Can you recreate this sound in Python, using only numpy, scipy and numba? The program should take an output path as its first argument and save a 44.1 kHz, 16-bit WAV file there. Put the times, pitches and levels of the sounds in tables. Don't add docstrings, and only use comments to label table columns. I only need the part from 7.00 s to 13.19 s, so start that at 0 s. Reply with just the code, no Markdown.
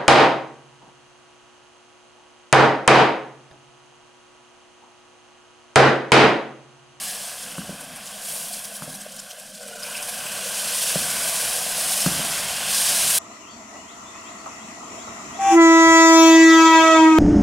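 import sys
import numpy as np
from scipy import signal
from scipy.fft import rfft, irfft
from scipy.io import wavfile
from scipy.ndimage import uniform_filter1d, map_coordinates
from numba import njit

SR = 44100
rng = np.random.default_rng(int(sys.argv[2]) if len(sys.argv) > 2 else 0)


def persist_wave(psi):
    counts = np.round(np.clip(psi, -1, 1) * 32767).astype(np.int16)
    wavfile.write(sys.argv[1], SR, np.atleast_2d(counts).T)


N = 272802
TIME = np.arange(N) / SR


def undb(db):
    return 10 ** (np.asarray(db) / 20)


def unit(x):
    return x / np.sqrt(np.mean(x ** 2))


def curves(table):
    times, *columns = np.transpose(table)
    return [np.interp(TIME, times, column) for column in columns]


def bell(s, length):
    return np.exp(-((TIME - s) / length) ** 2)


def flare(s, attack, hold, fall_db_per_s):
    growth = np.exp(np.minimum(TIME - s, 0) / attack)
    fall = undb(-fall_db_per_s * np.maximum(TIME - s - hold, 0))
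    return growth * fall


def walk(rate):
    hold = max(int(SR / rate), 1)
    steps = np.repeat(rng.standard_normal(N)[:N // hold + 1], hold)
    return unit(uniform_filter1d(steps, hold)[:N])


def colour(x, points):
    hz, db = np.transpose(points)
    bins = np.maximum(np.fft.rfftfreq(N, 1 / SR), 1)
    gain = undb(np.interp(np.log(bins), np.log(hz), db))
    return unit(irfft(rfft(x) * gain, N))


@njit
def bandpass(x, hz, width):
    y, band, low = np.empty(len(x)), 0., 0.
    for i in range(len(x)):
        g, k = np.tan(np.pi * hz[i] / SR), width[i] / hz[i]
        v = (band + g * (x[i] - low)) / (1 + g * (g + k))
        band, low, y[i] = 2 * v - band, low + 2 * g * v, k * v
    return y


@njit
def ring(start, hz, cycles, size, glide):
    out = np.zeros(N)
    for k in range(len(start)):
        length = int(cycles[k] * SR / hz[k]) + 2
        step = 2 * np.pi * hz[k] / SR
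        z = size[k] + 0j
        turn = np.exp(1j * step - 5.75 / length)
        bend = np.exp(1j * step * glide / length)
        for i in range(start[k], min(start[k] + length, N)):
            z *= turn
            turn *= bend
            out[i] += z.imag
    return out


def bubbles(low_hz, high_hz, cycles, spread_db, glide, count):
    when, pitch, life, chance = rng.random((count, 4)).T
    hz = low_hz + (high_hz - low_hz) * pitch
    turns = cycles * 2 ** (4 * life - 2)
    rarity = -np.log(chance + .002)
    size = undb(spread_db * rarity) * np.sqrt(hz / turns)
    return unit(ring((when * N).astype(np.int64), hz, turns, size, float(glide)))


def pot_walls(x, echo_db, sway, count=5):
    out, samples = x, np.arange(N)
    for k, lag in enumerate(np.geomspace(.0012, .007, count)):
        path = lag * SR * (1 + sway * walk(5))
        echo = map_coordinates(x, [samples - path], order=3)
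        out = out + (-1) ** k * undb(echo_db) * echo
    return unit(out)


def pot_air(x, modes, cover, tuning, narrowing):
    out = 0
    for hz, width, db, shade_db in modes:
        centre = hz * tuning * (1 + 0.017 * walk(6))
        wide = width * np.exp(-narrowing * (cover - .5))
        rung = bandpass(bandpass(x, centre, 2 * wide), centre, 2 * wide)
        out = out + undb(db + shade_db * cover ** 2) * rung * np.sqrt(width / wide)
    return unit(out)


def echoes(x, t60, wet_db):
    t = TIME[:SR // 2]
    tail = rng.standard_normal(len(t)) * undb(-60 * t / t60) * (t > .001)
    return x + undb(wet_db) * signal.fftconvolve(x, tail / np.linalg.norm(tail))[:N]


# (time [s], level [dB], attack time constant [s], hold [s], brightness [dB])
SIZZLE_SURGES = [(0.05, -29, 0.15, .03, -1), (1.063, -39, 0.056, .1, -1), (1.27, -32.5, 0.063, 0.074, 5),
                 (2.862, -37.5, 0.053, 0.39, 4.5), (3.756, -24, 0.35, 0.16, -0.8),
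                 (4.29, -25.5, 0.6, 0.19, 0.9), (4.887, -23, 0.24, 0.15, -0.5),
                 (5.332, -27.5, 0.21, 0.28, -3.5), (5.718, -20, 0.048, 0.33, -1.2),
                 (6.155, -22, 0.072, .05, 6)]
SURGE_FALL_DB_PER_S = 23.5
REST_FIZZ_DB, REST_BRIGHT_DB = -42.8, -0.5


def surges():
    power = undb(REST_FIZZ_DB) ** 2
    bright = power * REST_BRIGHT_DB
    for s, db, attack, hold, bright_db in SIZZLE_SURGES:
        share = (undb(db) * flare(s, attack, hold, SURGE_FALL_DB_PER_S)) ** 2
        power = power + share
        bright = bright + share * bright_db
    return 10 * np.log10(power), bright / power


# (frequency [Hz], gain [dB])
FIZZ_COLOUR = [(900, -58), (1800, -12.5), (2500, -9), (3140, -7.5), (3860, -6), (5130, -3), (6200, -4),
               (7600, -3), (8600, 0.5), (10000, -0.5), (11200, -3.3), (13000, -9), (15000, -12.5),
               (15800, -14)]


def fizz(fizz_db, bright_db, cover):
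    burst = bubbles(1895, 15890, cycles=39, spread_db=1.5, glide=0.047, count=44000)
    spits = bubbles(1860, 15100, cycles=7.2, spread_db=1.5, glide=.03, count=2200)
    spits = undb(-15.5 + 16.0 * cover ** 2) * spits
    vapour = undb(5.0) * rng.standard_normal(N)
    spray = pot_walls(burst + spits + vapour, echo_db=-20.5, sway=0.0324)
    spray = colour(spray, FIZZ_COLOUR)
    highpass = signal.butter(2, 8500, "high", fs=SR, output="sos")
    fine = signal.sosfiltfilt(highpass, spray)
    spray = spray + fine * (undb(bright_db - 4.5 * cover ** 2) - 1)
    flurry_db = (0.83 + 0.15 * cover) * walk(70) + 0.25 * walk(8)
    return spray * undb(fizz_db + flurry_db)


# (time [s], level [dB], main bubble pitch [Hz])
CLEAR_SPURTS = [(0.965, -36, 9500), (1.071, -35.5, 6900), (1.536, -32.5, 8500), (1.649, -31, 9400),
                (1.761, -32.5, 10100), (1.833, -36, 9310), (1.953, -35, 10100), (2.018, -38, 7900),
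                (2.123, -39.5, 7900), (2.168, -40, 6913), (2.196, -36, 5150), (2.31, -35.5, 5900),
                (2.403, -40, 8000), (2.55, -38, 7450), (2.689, -43, 8150), (2.76, -40.5, 7200),
                (2.836, -31, 4930), (2.973, -33.5, 5040), (3.03, -31, 9400), (3.095, -29.5, 10700),
                (4.29, -26, 10100), (5.024, -23.5, 5200), (6.108, -21.5, 11500)]
SPURT_S = 0.016
SMALL_SPURTS_PER_S, SMALL_SPURT_DB = 11, -39.5


def spurts():
    clear = sum(undb(db) ** 2 * bell(s, SPURT_S / 2) for s, db, _ in CLEAR_SPURTS)
    starts = rng.random(N) < SMALL_SPURTS_PER_S / SR
    puff = bell(2 * SPURT_S, SPURT_S / 2)
    small = np.abs(signal.fftconvolve(starts * undb(SMALL_SPURT_DB) ** 2, puff)[:N])
    pitch = curves(CLEAR_SPURTS)[-1]
    swarm = bubbles(2070, 15860, cycles=33, spread_db=4.0, glide=.03, count=30000)
    swarm = colour(swarm, FIZZ_COLOUR)
    alike = bandpass(rng.standard_normal(N), pitch, .12 * pitch)
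    return unit(swarm + undb(-3.0) * unit(alike)) * np.sqrt(clear + small)


# (time [s], level [dB], bell half-length [s], pitch of the gap between bowl and syrup [Hz])
JUICE_GUSHES = [(2.86, -41, 0.024, 2510), (2.983, -36.5, 0.037, 2510), (3.35, -44, 0.15, 2730),
                (3.9, -47, .2, 3300)]


def pour():
    power = sum(undb(db) ** 2 * bell(s, length) for s, db, length, _ in JUICE_GUSHES)
    gap_hz = curves(JUICE_GUSHES)[-1]
    foam = bubbles(1730, 4200, cycles=9.3, spread_db=2.5, glide=.06, count=7000)
    width = np.full(N, 650.)
    gap = bandpass(bandpass(foam, gap_hz, width), gap_hz, width)
    return unit(gap) * np.sqrt(power)


# (frequency [Hz], width at half cover [Hz], relative level [dB], change under full cover [dB])
UPPER_AIR = [(1144, 173, -0.3, -2), (1603, 160, 2, 6), (2106, 390, -5, 2), (2660, 314, -0.9, 1),
             (3070, 300, -2.5, 4), (5160, 150, -3, -23)]


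def simmer(simmer_db, cover, tuning):
    pops = bubbles(814, 5965, cycles=20.3, spread_db=0.0, glide=0.066, count=20000)
    return pot_air(pops, UPPER_AIR, cover, tuning, narrowing=0.89) * undb(simmer_db - 1.3)


# (frequency [Hz], width at half cover [Hz], relative level [dB], change under full cover [dB])
HOLLOW_AIR = [(514, 11, 1.5, 3.5), (621.4, 89, 3, 0.5), (708, 55, 2.5, -5)]
# (time [s], level [dB])
LARGE_BLISTERS = [(2.064, -34), (2.628, -47), (2.718, -31.5), (2.757, -35), (3.67, -36), (4.666, -28)]


def hollow(hollow_db, cover, tuning, blister_s=0.0029):
    plops = bubbles(442, 922, cycles=7.2, spread_db=1.0, glide=0.034, count=4500)
    large = sum(undb(db) ** 2 * bell(s, blister_s) for s, db in LARGE_BLISTERS)
    note = pot_air(plops, HOLLOW_AIR, cover, tuning, narrowing=1.0)
    return note * np.sqrt(undb(hollow_db) ** 2 + large)


# (frequency [Hz], gain [dB])
CHURN_COLOUR = [(25, -22), (70, -4.5), (120, -3.5), (175, 0.5), (260, -8.5), (350, -5.5), (480, -7.5),
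                (900, -3.5), (1300, 1.5), (2000, 3), (3000, 0.5), (6000, -36)]


def churn(simmer_db, cover):
    roll = bubbles(49, 3680, cycles=2.94, spread_db=1.5, glide=0.071, count=18000)
    muffling_db = 16.7 * cover ** 1.96
    return colour(roll, CHURN_COLOUR) * undb(simmer_db - 5.0 - muffling_db + 1.3 * walk(14))


# (time [s], thud drive [dB], clack drive [dB], tick drive [dB])
POT_KNOCKS = [(.5815, -19.5, -26, -18), (0.692, -24.5, -26.5, -36), (1.822, -29, -34, -17),
              (1.877, -30, -27, -44), (3.9561, -16, -13, -47), (5.0619, -6.5, -17, -7.5),
              (5.193, -20, -25, -42)]
# (frequency [Hz], level added to the drive [dB], t60 [s], part [0 thud, 1 clack, 2 tick])
KNOCK_MODES = [(70, -20, 0.24, 0), (161, -24, 0.089, 0), (180.5, -2.5, 0.087, 0), (259, -3, 0.039, 0),
               (304.5, -16.5, 0.11, 0), (577, 4, 0.019, 1), (1160, 4.5, 0.0039, 2), (1360, -11, 0.0048, 2)]
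# (low edge [Hz], high edge [Hz])
CONTACT_BAND = (70, 2200)


def knocks():
    out, t = np.zeros(N + SR), TIME[:SR // 2]
    for s, *part_db in POT_KNOCKS:
        start = int(s * SR)
        for hz, db, t60, part in KNOCK_MODES:
            swing = np.sin(2 * np.pi * hz * t) * np.exp(-np.log(1000) * t / t60)
            build = 1 - np.exp(-t * hz / .5)
            out[start:start + len(t)] += undb(db + part_db[round(part)]) * swing * build
    contact = signal.butter(2, CONTACT_BAND, "band", fs=SR, output="sos")
    dull = signal.sosfilt(contact, out[:N])
    return echoes(dull, t60=0.55, wet_db=-7)


# (time [s], level [dB])
POT_SLIDES = [(.51, -50), (.92, -47)]
SLIDE_LENGTH_S = 0.059
# (frequency [Hz], gain [dB])
SCUFF_COLOUR = [(30, -31), (80, -16), (120, -8), (160, 1.5), (265, -1.5), (340, -14), (600, -15),
                (1200, -18), (4000, -63)]
JUDDER_DB, JUDDER_FOLLOW = -30, 0.46
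JUDDER_ATTACK_S, JUDDER_FALL_DB_PER_S = 0.0032, 85


def scuffs():
    power = sum(undb(db) ** 2 * bell(s, SLIDE_LENGTH_S) for s, db in POT_SLIDES)
    for s, thud_db, *_ in POT_KNOCKS:
        judder = flare(s, JUDDER_ATTACK_S, 0, JUDDER_FALL_DB_PER_S)
        power = power + (undb(JUDDER_DB + JUDDER_FOLLOW * thud_db) * judder) ** 2
    slips = rng.standard_normal(N) * (rng.random(N) < 700 / SR)
    return colour(slips, SCUFF_COLOUR) * np.sqrt(power)


# (frequency [Hz], gain [dB])
FAN_COLOUR = [(25, -13.5), (60, -23), (120, -19), (160, -6.5), (200, -3), (250, -8.5), (330, -23),
              (450, -48), (1000, -40), (4000, -25), (15000, -49)]
DUCKINGS = [0.34, 2.34]
DUCKING_DB, DUCKING_LENGTH_S = -14, 0.067
FAN_HZ = 203
FAN_DB, FAN_RISE_DB_PER_S = -56, 1


def fan():
    ducking_db = DUCKING_DB * sum(bell(s, DUCKING_LENGTH_S) for s in DUCKINGS)
    level_db = FAN_DB + FAN_RISE_DB_PER_S * TIME + ducking_db
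    phase = 2 * np.pi * np.cumsum(FAN_HZ * (1 + 0.01198 * walk(25))) / SR
    hum = np.sqrt(2) * np.sin(phase) * undb(-2.0 + 1.2 * walk(16))
    air = colour(rng.standard_normal(N), FAN_COLOUR)
    return (hum + air) * undb(level_db)


# (time [s], simmer level before each layer's trim [dB], level of the pot's hollow note [dB])
BOIL_COURSE = [(0, -39.5, -45.5), (0.8, -42.5, -47.5), (1.45, -42.5, -47), (2.4, -48, -48),
               (2.57, -54, -49), (2.63, -47.5, -41.5), (2.78, -44, -43), (2.88, -37, -41.5),
               (3.4, -35.5, -41.5), (4.25, -31.5, -39.5), (4.65, -34.5, -38.5), (5.3, -31.5, -39),
               (5.55, -32, -41), (5.75, -29.5, -41), (6.19, -31.5, -38.5)]
# (time [s], cover [0-1], tuning of the pot's air [ratio])
BOWL_COURSE = [(0, .2, 1.01), (.7, 0.5, 0.98), (1.4, 0.2, 0.98), (2.05, 0.72, 1.006), (2.4, 0.7, 0.97),
               (2.56, 1, 1), (2.7, 0.98, .93), (2.82, 0.74, 0.95), (3.15, 0.4, 0.964), (3.55, 0.44, 0.96),
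               (4.0, 0.3, 0.96), (4.7, 0.17, 0.98)]


def scene():
    fizz_db, bright_db = surges()
    simmer_db, hollow_db = curves(BOIL_COURSE)
    cover, tuning = curves(BOWL_COURSE)
    sizzle = fizz(fizz_db, bright_db, cover) + spurts() + pour()
    boil = simmer(simmer_db, cover, tuning) + hollow(hollow_db, cover, tuning) + churn(simmer_db, cover)
    return np.tile(sizzle + boil + knocks() + scuffs() + fan(), (2, 1))


TOP_HZ = 15750


def record(dry):
    lowpass = signal.ellip(12, .1, 90, TOP_HZ, fs=SR, output="sos")
    return signal.sosfilt(lowpass, dry)


dry = scene()
out = record(dry)
persist_wave(out)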